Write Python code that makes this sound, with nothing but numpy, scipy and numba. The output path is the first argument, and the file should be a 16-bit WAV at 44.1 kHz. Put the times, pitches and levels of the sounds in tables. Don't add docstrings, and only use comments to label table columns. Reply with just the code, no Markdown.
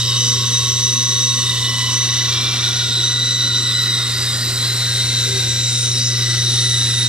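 import sys
import numpy as np
from scipy import signal
from scipy.fft import rfft, irfft, next_fast_len
from scipy.io import wavfile
from scipy.ndimage import uniform_filter1d
from numba import njit

SR = 44100
rng = np.random.default_rng(int(sys.argv[2]) if len(sys.argv) > 2 else 0)


def store_pcm(level_fs):
    pcm = np.round(np.clip(level_fs, -1, 1) * 32767).astype(np.int16)
    wavfile.write(sys.argv[1], SR, np.atleast_2d(pcm).T)


N = 312333
T = np.arange(N) / SR
LOOP_HZ, WHEEL_HZ, FLUTTER_HZ = 6.345, 25.4, 101.6


def undb(db):
    return 10 ** (np.asarray(db) / 20)


def level(x, db):
    return x * undb(db) / np.sqrt(np.mean(x ** 2))


def curves(table):
    s, *columns = np.transpose(table)
    return [np.interp(T, s, column) for column in columns]


def colour(x, points):
    size = next_fast_len(N)
    hz, db = np.transpose(points)
    bin_hz = np.arange(size // 2 + 1) * SR / size
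    gain = undb(np.interp(np.log(bin_hz + 1), np.log(hz), db))
    return irfft(rfft(x, size) * gain, size)[..., :N]


def shift(x, points):
    size = next_fast_len(N)
    bin_hz = np.arange(size // 2 + 1) * SR / size
    turn_rad = np.interp(bin_hz, *np.transpose(points))
    return irfft(rfft(x, size) * np.exp(1j * turn_rad), size)[:N]


@njit
def svf(x, hz, width):
    y, band, low = np.empty(len(x)), 0., 0.
    for i in range(len(x)):
        g, k = np.tan(np.pi * hz[i] / SR), width[i] / hz[i]
        v = (band + g * (x[i] - low)) / (1 + g * (g + k))
        band, low, y[i] = 2 * v - band, low + 2 * g * v, k * v
    return y


def ring(x, hz, width):
    peak = signal.iirpeak(hz, hz / max(width, 2.), SR)
    return signal.lfilter(*peak, signal.lfilter(*peak, x))


def walk(rate):
    knots = np.convolve(rng.standard_normal(int(4 * rate * N / SR) + 9), np.hanning(9), "same")
    return np.interp(T * 4 * rate, np.arange(len(knots)), knots / knots.std())


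def swell(start, length):
    half_s = 0.025
    end = start + length
    edges = [start - half_s, start + half_s, end - half_s, end + half_s]
    return np.interp(T, np.sort(edges), [0 if start else 1, 1, 1, 0])


def throb(wheel, flutter):
    sway = 0.12 * np.sin(2 * np.pi * LOOP_HZ * T + 3.44 * walk(1.986))
    runout = wheel * np.sin(2 * np.pi * WHEEL_HZ * T)
    return 1 + sway + runout + flutter * np.sin(2 * np.pi * FLUTTER_HZ * T + .5 * walk(13))


def weld():
    first_s, dip_db, sharpness = .055, 1, 9
    passing = np.exp(sharpness * (np.cos(2 * np.pi * LOOP_HZ * (T - first_s)) - 1))
    return undb(-dip_db * passing)


def rumble():
    # hz, relative_db
    tone = [(20, -23), (50, -5), (100, 13), (150, -2), (400, -10), (650, -40), (1500, -44)]
    return level(colour(rng.standard_normal((3, N)), tone), -43)


def machine(hum_db):
    hum_hz = 119.92
    # hz, rms_db
    overtones = [(480, -49.5), (539.5, -52.5), (599, -65)]
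    # hz, relative_width_hz, rms_db
    panels = [(89, 5, -45), (176, 8.3, -51), (202.4, 4.3, -54.5), (244.9, 8.8, -43.5), (265.5, 5.1, -49.5),
              (296, 4.8, -56.5), (339.2, 14, -48), (381.5, 19, -45.5), (552, 12, -57)]
    hum = undb(hum_db + 3.5) * np.sin(2 * np.pi * hum_hz * T)
    hum = hum + sum(level(np.sin(2 * np.pi * hz * T), db) for hz, db in overtones)
    shake = rng.standard_normal(N)
    return hum + sum(level(ring(shake, hz, 1.17 * width), db) for hz, width, db in panels)


def slides():
    # start_s, length_s, from_hz, to_hz, width_hz (per pass), relative_db
    glides = [(0.05, 2.5, 5510, 5500, 45, -35), (4.13, 0.14, 4840, 4860, 250, -28),
              (4.31, 0.15, 4880, 4780, 250, -28), (4.452, .12, 4800, 4770, 300, -30),
              (5.595, 0.33, 7660, 6770, 700, -32), (5.91, 0.08, 5650, 5350, 450, -27),
              (5.952, 0.1, 5100, 4650, 350, -29), (6.03, 0.069, 5500, 5140, 400, -26),
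              (6.14, 0.077, 5470, 5170, 450, -27.5)]
    out = 0
    for start, length, from_hz, to_hz, width, db in glides:
        hz = np.interp(T, [start, start + length], [from_hz, to_hz]) * (1 + 0.0017 * walk(6.3))
        wide = np.full(N, 1. * width)
        gain = swell(start, length) * weld() * undb(1.2 * walk(25))
        scrape = svf(svf(rng.standard_normal(N), hz, wide), hz, wide)
        out = out + gain * level(scrape, db)
    return out


def rings():
    # start_s, length_s, hz, relative_width_hz, relative_db
    resonances = [(0, .9, 3130, 250, -37), (0, 1, 7500, 300, -42), (0, 1.9, 12100, 200, -53),
                  (0, 2, 3318, 15, -46), (.2, 1.8, 3480, 150, -38), (0, 2.8, 1095, 28, -41),
                  (0, 5.8, 1150, 200, -46), (0, 3.2, 2740, 100, -42), (1.4, .65, 1010, 60, -41),
                  (1.5, .5, 3000, 30, -35), (1.95, .4, 2950, 80, -38), (1.9, 1, 5750, 250, -35),
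                  (2.1, 1.1, 3500, 180, -32), (2, 1, 6720, 120, -45), (2.1, 3.6, 1430, 60, -42),
                  (2.2, .5, 1200, 150, -42), (2.26, .32, 2347, 5, -38), (2.57, .18, 2347, 5, -41),
                  (2.75, .12, 2347, 5, -44), (2.29, .14, 3225, 8, -35), (2.46, .14, 3225, 18, -39),
                  (2.7, 1.2, 7540, 90, -41), (3.3, 4.6, 2750, 120, -48), (3.6, 1.4, 11900, 200, -50),
                  (3.6, 1.6, 1880, 100, -41), (3.6, 2.4, 2080, 40, -42), (3.8, 1.5, 8700, 120, -40),
                  (6.105, .035, 4940, 10, -31), (6.14, .04, 4500, 400, -36), (3.68, .07, 3560, 18, -35),
                  (3.92, .045, 3540, 18, -31), (4.265, .05, 3690, 18, -26), (2.3, .75, 5550, 40, -41),
                  (4.5, 1.2, 1615, 30, -43), (4.5, 1.6, 13750, 80, -61), (4.4, 1.2, 4340, 90, -36),
                  (4.7, 1.1, 5570, 40, -43), (5.1, .6, 7400, 500, -39), (5.21, .11, 386, 5, -39),
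                  (5.39, .13, 378, 5, -40), (5.25, .07, 465, 12, -42), (5.31, .095, 388, 5, -30),
                  (5.3, 2.4, 5350, 250, -39), (6.1, 1.1, 14120, 20, -60), (6.1, 1.2, 1620, 50, -47),
                  (6.1, 1.2, 1870, 120, -43), (6.2, 1, 8950, 200, -46)]
    out = np.zeros(N)
    for start, length, hz, width, db in resonances:
        on = (T > start) & (T < start + length)
        t = T[on] - start
        noisy = width > 20
        fade_s = .2 * length if noisy else min(.2 * length, .025)
        edge_s = np.minimum(t if start else length, length - t)
        fade = np.clip(edge_s / fade_s, 0, 1)
        if noisy:
            tone = ring(rng.standard_normal(len(t)), hz, 1.5 * width)
        else:
            tone = np.sin(2 * np.pi * hz * t + walk(width)[on])
        out[on] += fade * level(tone, db) * undb(1.4 * walk(8)[on])
    return out * weld()


def bites(phase):
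    loop, echo = int(SR / LOOP_HZ), .35
    noise = rng.standard_normal((3, N // loop + 1, loop))
    rounds = signal.lfilter([1], [1, -echo], noise, axis=1)
    return rounds.reshape(3, -1)[:, :N] * (1 + .3 * np.sin(phase)) * throb(.06, .1)


def chips(phase, *levels_db):
    # hz, relative_db
    tone = np.array([(500, -34), (650, -38.5), (850, -35.5), (1200, -36.5), (1450, -28), (1700, -33),
                     (2000, -24.5), (2250, -32), (2450, -32.5), (2750, -29.5), (3200, -26.5), (3850, -14.5),
                     (4600, -24.5), (5800, -21.5), (6200, -30), (6800, -29.5), (8000, -30), (10000, -39.5),
                     (11000, -45.5), (12000, -42.5), (13000, -50), (15000, -75)])
    hz, s, parts = signal.stft(bites(phase), SR, nperseg=1024)
    chip_db, low_db, high_db = (np.interp(s, T, c) for c in levels_db)
    field = rng.standard_normal((len(hz), len(s)))
    slow = uniform_filter1d(field, size=110, axis=1)
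    quick = uniform_filter1d(uniform_filter1d(field, size=12, axis=0), size=9, axis=1)
    ends_db = np.outer(hz < 3000, low_db) + np.outer(hz > 6200, high_db)
    db = uniform_filter1d(ends_db, size=15, axis=0)
    db = db + 4.05 * slow / slow.std() + 0.55 * quick / quick.std()
    db = db + chip_db + np.interp(np.log(hz + 1), np.log(tone[:, 0]), tone[:, 1])[:, None]
    return undb(31.5) * signal.istft(parts * undb(db), SR, nperseg=1024)[1][:, :N]


def blade(phase, hz, width, db):
    squeal_db = 1.5
    hz = hz * (1 + 0.004 * walk(9) + 0.00404 * walk(22))
    span = np.array([level(svf(svf(x, hz, width), hz, width) / np.sqrt(width), 0) for x in bites(phase)])
    waver = (1 + 0.15 * walk(90)) * throb(.06, .18)
    squeal = waver * np.sin(2 * np.pi * np.cumsum(hz) / SR + 0.9 * walk(60))
    direct_only = np.array([[1], [0], [0]])
    return (span + undb(squeal_db) * squeal * direct_only) * undb(db - 2.0)


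def whine(phase):
    # (start_s, length_s, rise_db)
    overtones = [(-56, [(0, 3.15, 8.5), (1.55, 0.2, -8)]), (-41.5, [(1.45, .85, 7), (1.62, 0.26, 4),
                 (3.1, 1.17, 7), (6.08, 0.36, 6.5), (6.17, 0.22, 3), (6.6, 0.76, 8)]), (-50, [(0, 3.9, 10),
                 (0, .3, 8), (1.35, 0.56, 6), (1.63, .15, 4), (1.84, .12, 7.5)]), (-34.5, [(0, 0.45, 1),
                 (2.9, 4.4, 4.5), (2.95, 1.01, 6.5), (4.46, .06, 5), (4.55, 1.05, 5), (6.45, .9, 5.5)]),
                 (-51.5, [(0, .2, 14), (3.7, 2.15, 14.5), (3.7, 1, 3.5), (5.8, 0.3, 2)]),
                 (-37, [(0, 3.5, 3), (.15, 0.23, 9), (.45, 1, 10), (.75, 0.47, 1), (1.92, 0.4, 7.5),
                 (2.58, 0.34, 5.5), (3.02, 0.13, 5), (3.25, 0.26, 4), (3.56, 0.092, 7), (5.0, 3.8, 5.5),
                 (5.7, 0.089, 3), (5.84, .07, 5), (5.985, .11, 7.5), (6.13, 1.2, 3.5)]),
                 (-52, [(4.3, 3.36, 11.5), (5.5, 0.32, 5), (6.04, 0.057, 12)]), (-51, [(0, 1.9, 7),
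                 (1.2, 0.32, 6.5), (2.8, 0.26, 11), (3.6, 4.2, 14), (5.6, 0.28, 0), (5.98, 0.22, -5),
                 (6.6, .7, 3)]), (-55, [(0, 1.56, 9.5), (3.9, 0.82, 12), (4.9, 2.2, 11),
                 (5.7, 0.29, 11.5)]), (-54.5, [(4.2, 1.7, 10), (6.15, 0.92, 14.5), (6.5, 0.69, 7)]),
                 (-72, []), (-50.5, [(3.8, 1, 7.5)]), (-64, []), (-58, [(4.5, 1.34, 5)])]
    # start_s, length_s, depth_db; then the rows of overtones (from 0) that it reaches
    pulses, pulsing_rows = [(1.5, .18, 2.5), (1.8, .12, 1.5), (1.92, .4, 5), (6.12, .3, 4)], (1, 2)
    wheel_beat_db = [1.5, 1.5, 1, .6, 1, 1, 1, 1, 1, 1, 1, 1, 1, 1]
    wobble = 0.13 * walk(30) + 0.07 * walk(4)
    extra_db = sum(db * swell(s, length) for s, length, db in pulses)
    tones = 0
    for k, (rest_db, swells) in enumerate(overtones):
        db = rest_db + sum(rise_db * swell(s, length) for s, length, rise_db in swells) + 0.52 * walk(10)
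        depth_db = wheel_beat_db[k] + (k in pulsing_rows) * extra_db
        db = db + depth_db * np.sin(2 * np.pi * (WHEEL_HZ * T + rng.random()) + 0.57 * walk(2.07))
        db = db + (.8 + .12 * k) * walk(16)
        flicker = 1 + 0.18 * walk(90)
        tone = np.sin((k + 1) * (phase + wobble) + 0.45 * walk(25) + 0.6 * walk(9))
        tones = tones + undb(db) * flicker * tone
    return np.sqrt(2) * level(throb(0.031, 0.2), 0) * tones


def scene():
    # start_s, teeth_hz
    teeth = [(0.0, 988.2), (1.3, 986.9), (1.8, 989.0), (2.3, 989.6), (3.0, 987.8), (4.1, 987.2),
             (5.0, 988.5), (6.0, 988.8), (7.08, 987.8)]
    # ring_db, chip_hiss_db, hiss_below_3_khz_db, hiss_above_6.2_khz_db
    cutting = [(0.0, 3766, 131, -25.5, -31, 0.5, -1), (0.9, 3790, 122, -27.5, -32.5, 0.2, 0.8),
               (1.5, 3707, 121, -24, -31.5, 0, 0.5), (1.8, 3722, 190, -30.5, -30.5, 0.5, 0.5),
               (2.35, 3617, 260, -30, -29.5, 1.5, -4), (2.65, 3724, 280, -29.5, -29, 2, -2.5),
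               (3.05, 3770, 190, -24, -31.5, 1.5, -2), (3.4, 3775, 180, -24.5, -31.5, 1.5, -2),
               (3.68, 3770, 180.3, -25.5, -31, 2.5, -1), (3.84, 3858, 180, -23.5, -33, 4.5, 1.5),
               (3.95, 3800, 180, -23.5, -32.5, 3, -2), (4.08, 3766, 198, -25.5, -32.5, 4.5, 2.5),
               (4.45, 3833, 277, -33.5, -33, 5.5, 3.5), (5.0, 3730, 260, -31.5, -29.5, 3.5, 1),
               (5.45, 3763, 260.8, -29.5, -31, 5.5, 2.5), (5.85, 3827, 248, -26.5, -31, 2.5, -2.5),
               (6.1, 3850, 246, -32, -33, 5.5, 0.5), (6.3, 3785, 228, -28, -29, 2, -3),
               (6.7, 3746, 200.7, -25, -30.5, 1.5, -0.5), (7.08, 3724, 199.1, -24, -35, 6, 1)]
    # start_s, relative_hum_db, lean (scaled to dB at each port below)
    leaning = [(0.0, -23.5, -2.5), (0.3, -23, -3), (1.0, -26, -2), (1.9, -25, -3), (3.2, -26.5, -1.3),
               (4.3, -26, -1), (5.0, -24, 1.5), (5.9, -23.5, 0.5), (6.4, -21.5, 2.5), (7.08, -23, -1.8)]
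    # hz, phase_rad (negative lags)
    left_lead = [(0, 0.062), (2150, -0.92), (5170, -1.19), (6120, -1.89), (7700, -2.02), (8900, -1.47),
                 (10100, -2.1), (15000, -2.1)]
    # hz, gain_db
    left_tone = [(100, 1.26), (1000, 0.04), (7500, 0.5), (8600, -6), (9600, -2), (12000, -5.5), (15000, -2)]
    # hz, gain_db
    room_tone = [(30, -4), (150, -12), (600, -3), (3000, -12), (6000, -5), (8500, 0), (12000, 5.5)]
    phase = 2 * np.pi * np.cumsum(curves(teeth)[0]) / SR
    blade_hz, blade_width, blade_db, *hiss_db = curves(cutting)
    hum_db, lean = curves(leaning)
    noise = blade(phase, blade_hz, blade_width, blade_db) + chips(phase, *hiss_db) + undb(-0.5) * rumble()
    cut = whine(phase) + undb(2.5) * rings() + slides() + noise[0]
    hum = machine(hum_db)
    left = hum + undb(0.11 * lean) * shift(cut, left_lead) + colour(noise[1], room_tone)
    right = hum + undb(-.4 * lean) * cut + colour(noise[2], room_tone)
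    return np.array([colour(left, left_tone), right])


def record(dry):
    # hz, gain_db
    mic_tone = [(2000, 0), (6000, 2.5), (9000, 4), (14000, 3)]
    top_hz = 15650
    rounded = np.tanh(1.315 * colour(dry, mic_tone)) / 1.35
    return signal.sosfilt(signal.ellip(12, .2, 70, top_hz, fs=SR, output="sos"), rounded)


dry = scene()
out = record(dry)
store_pcm(out)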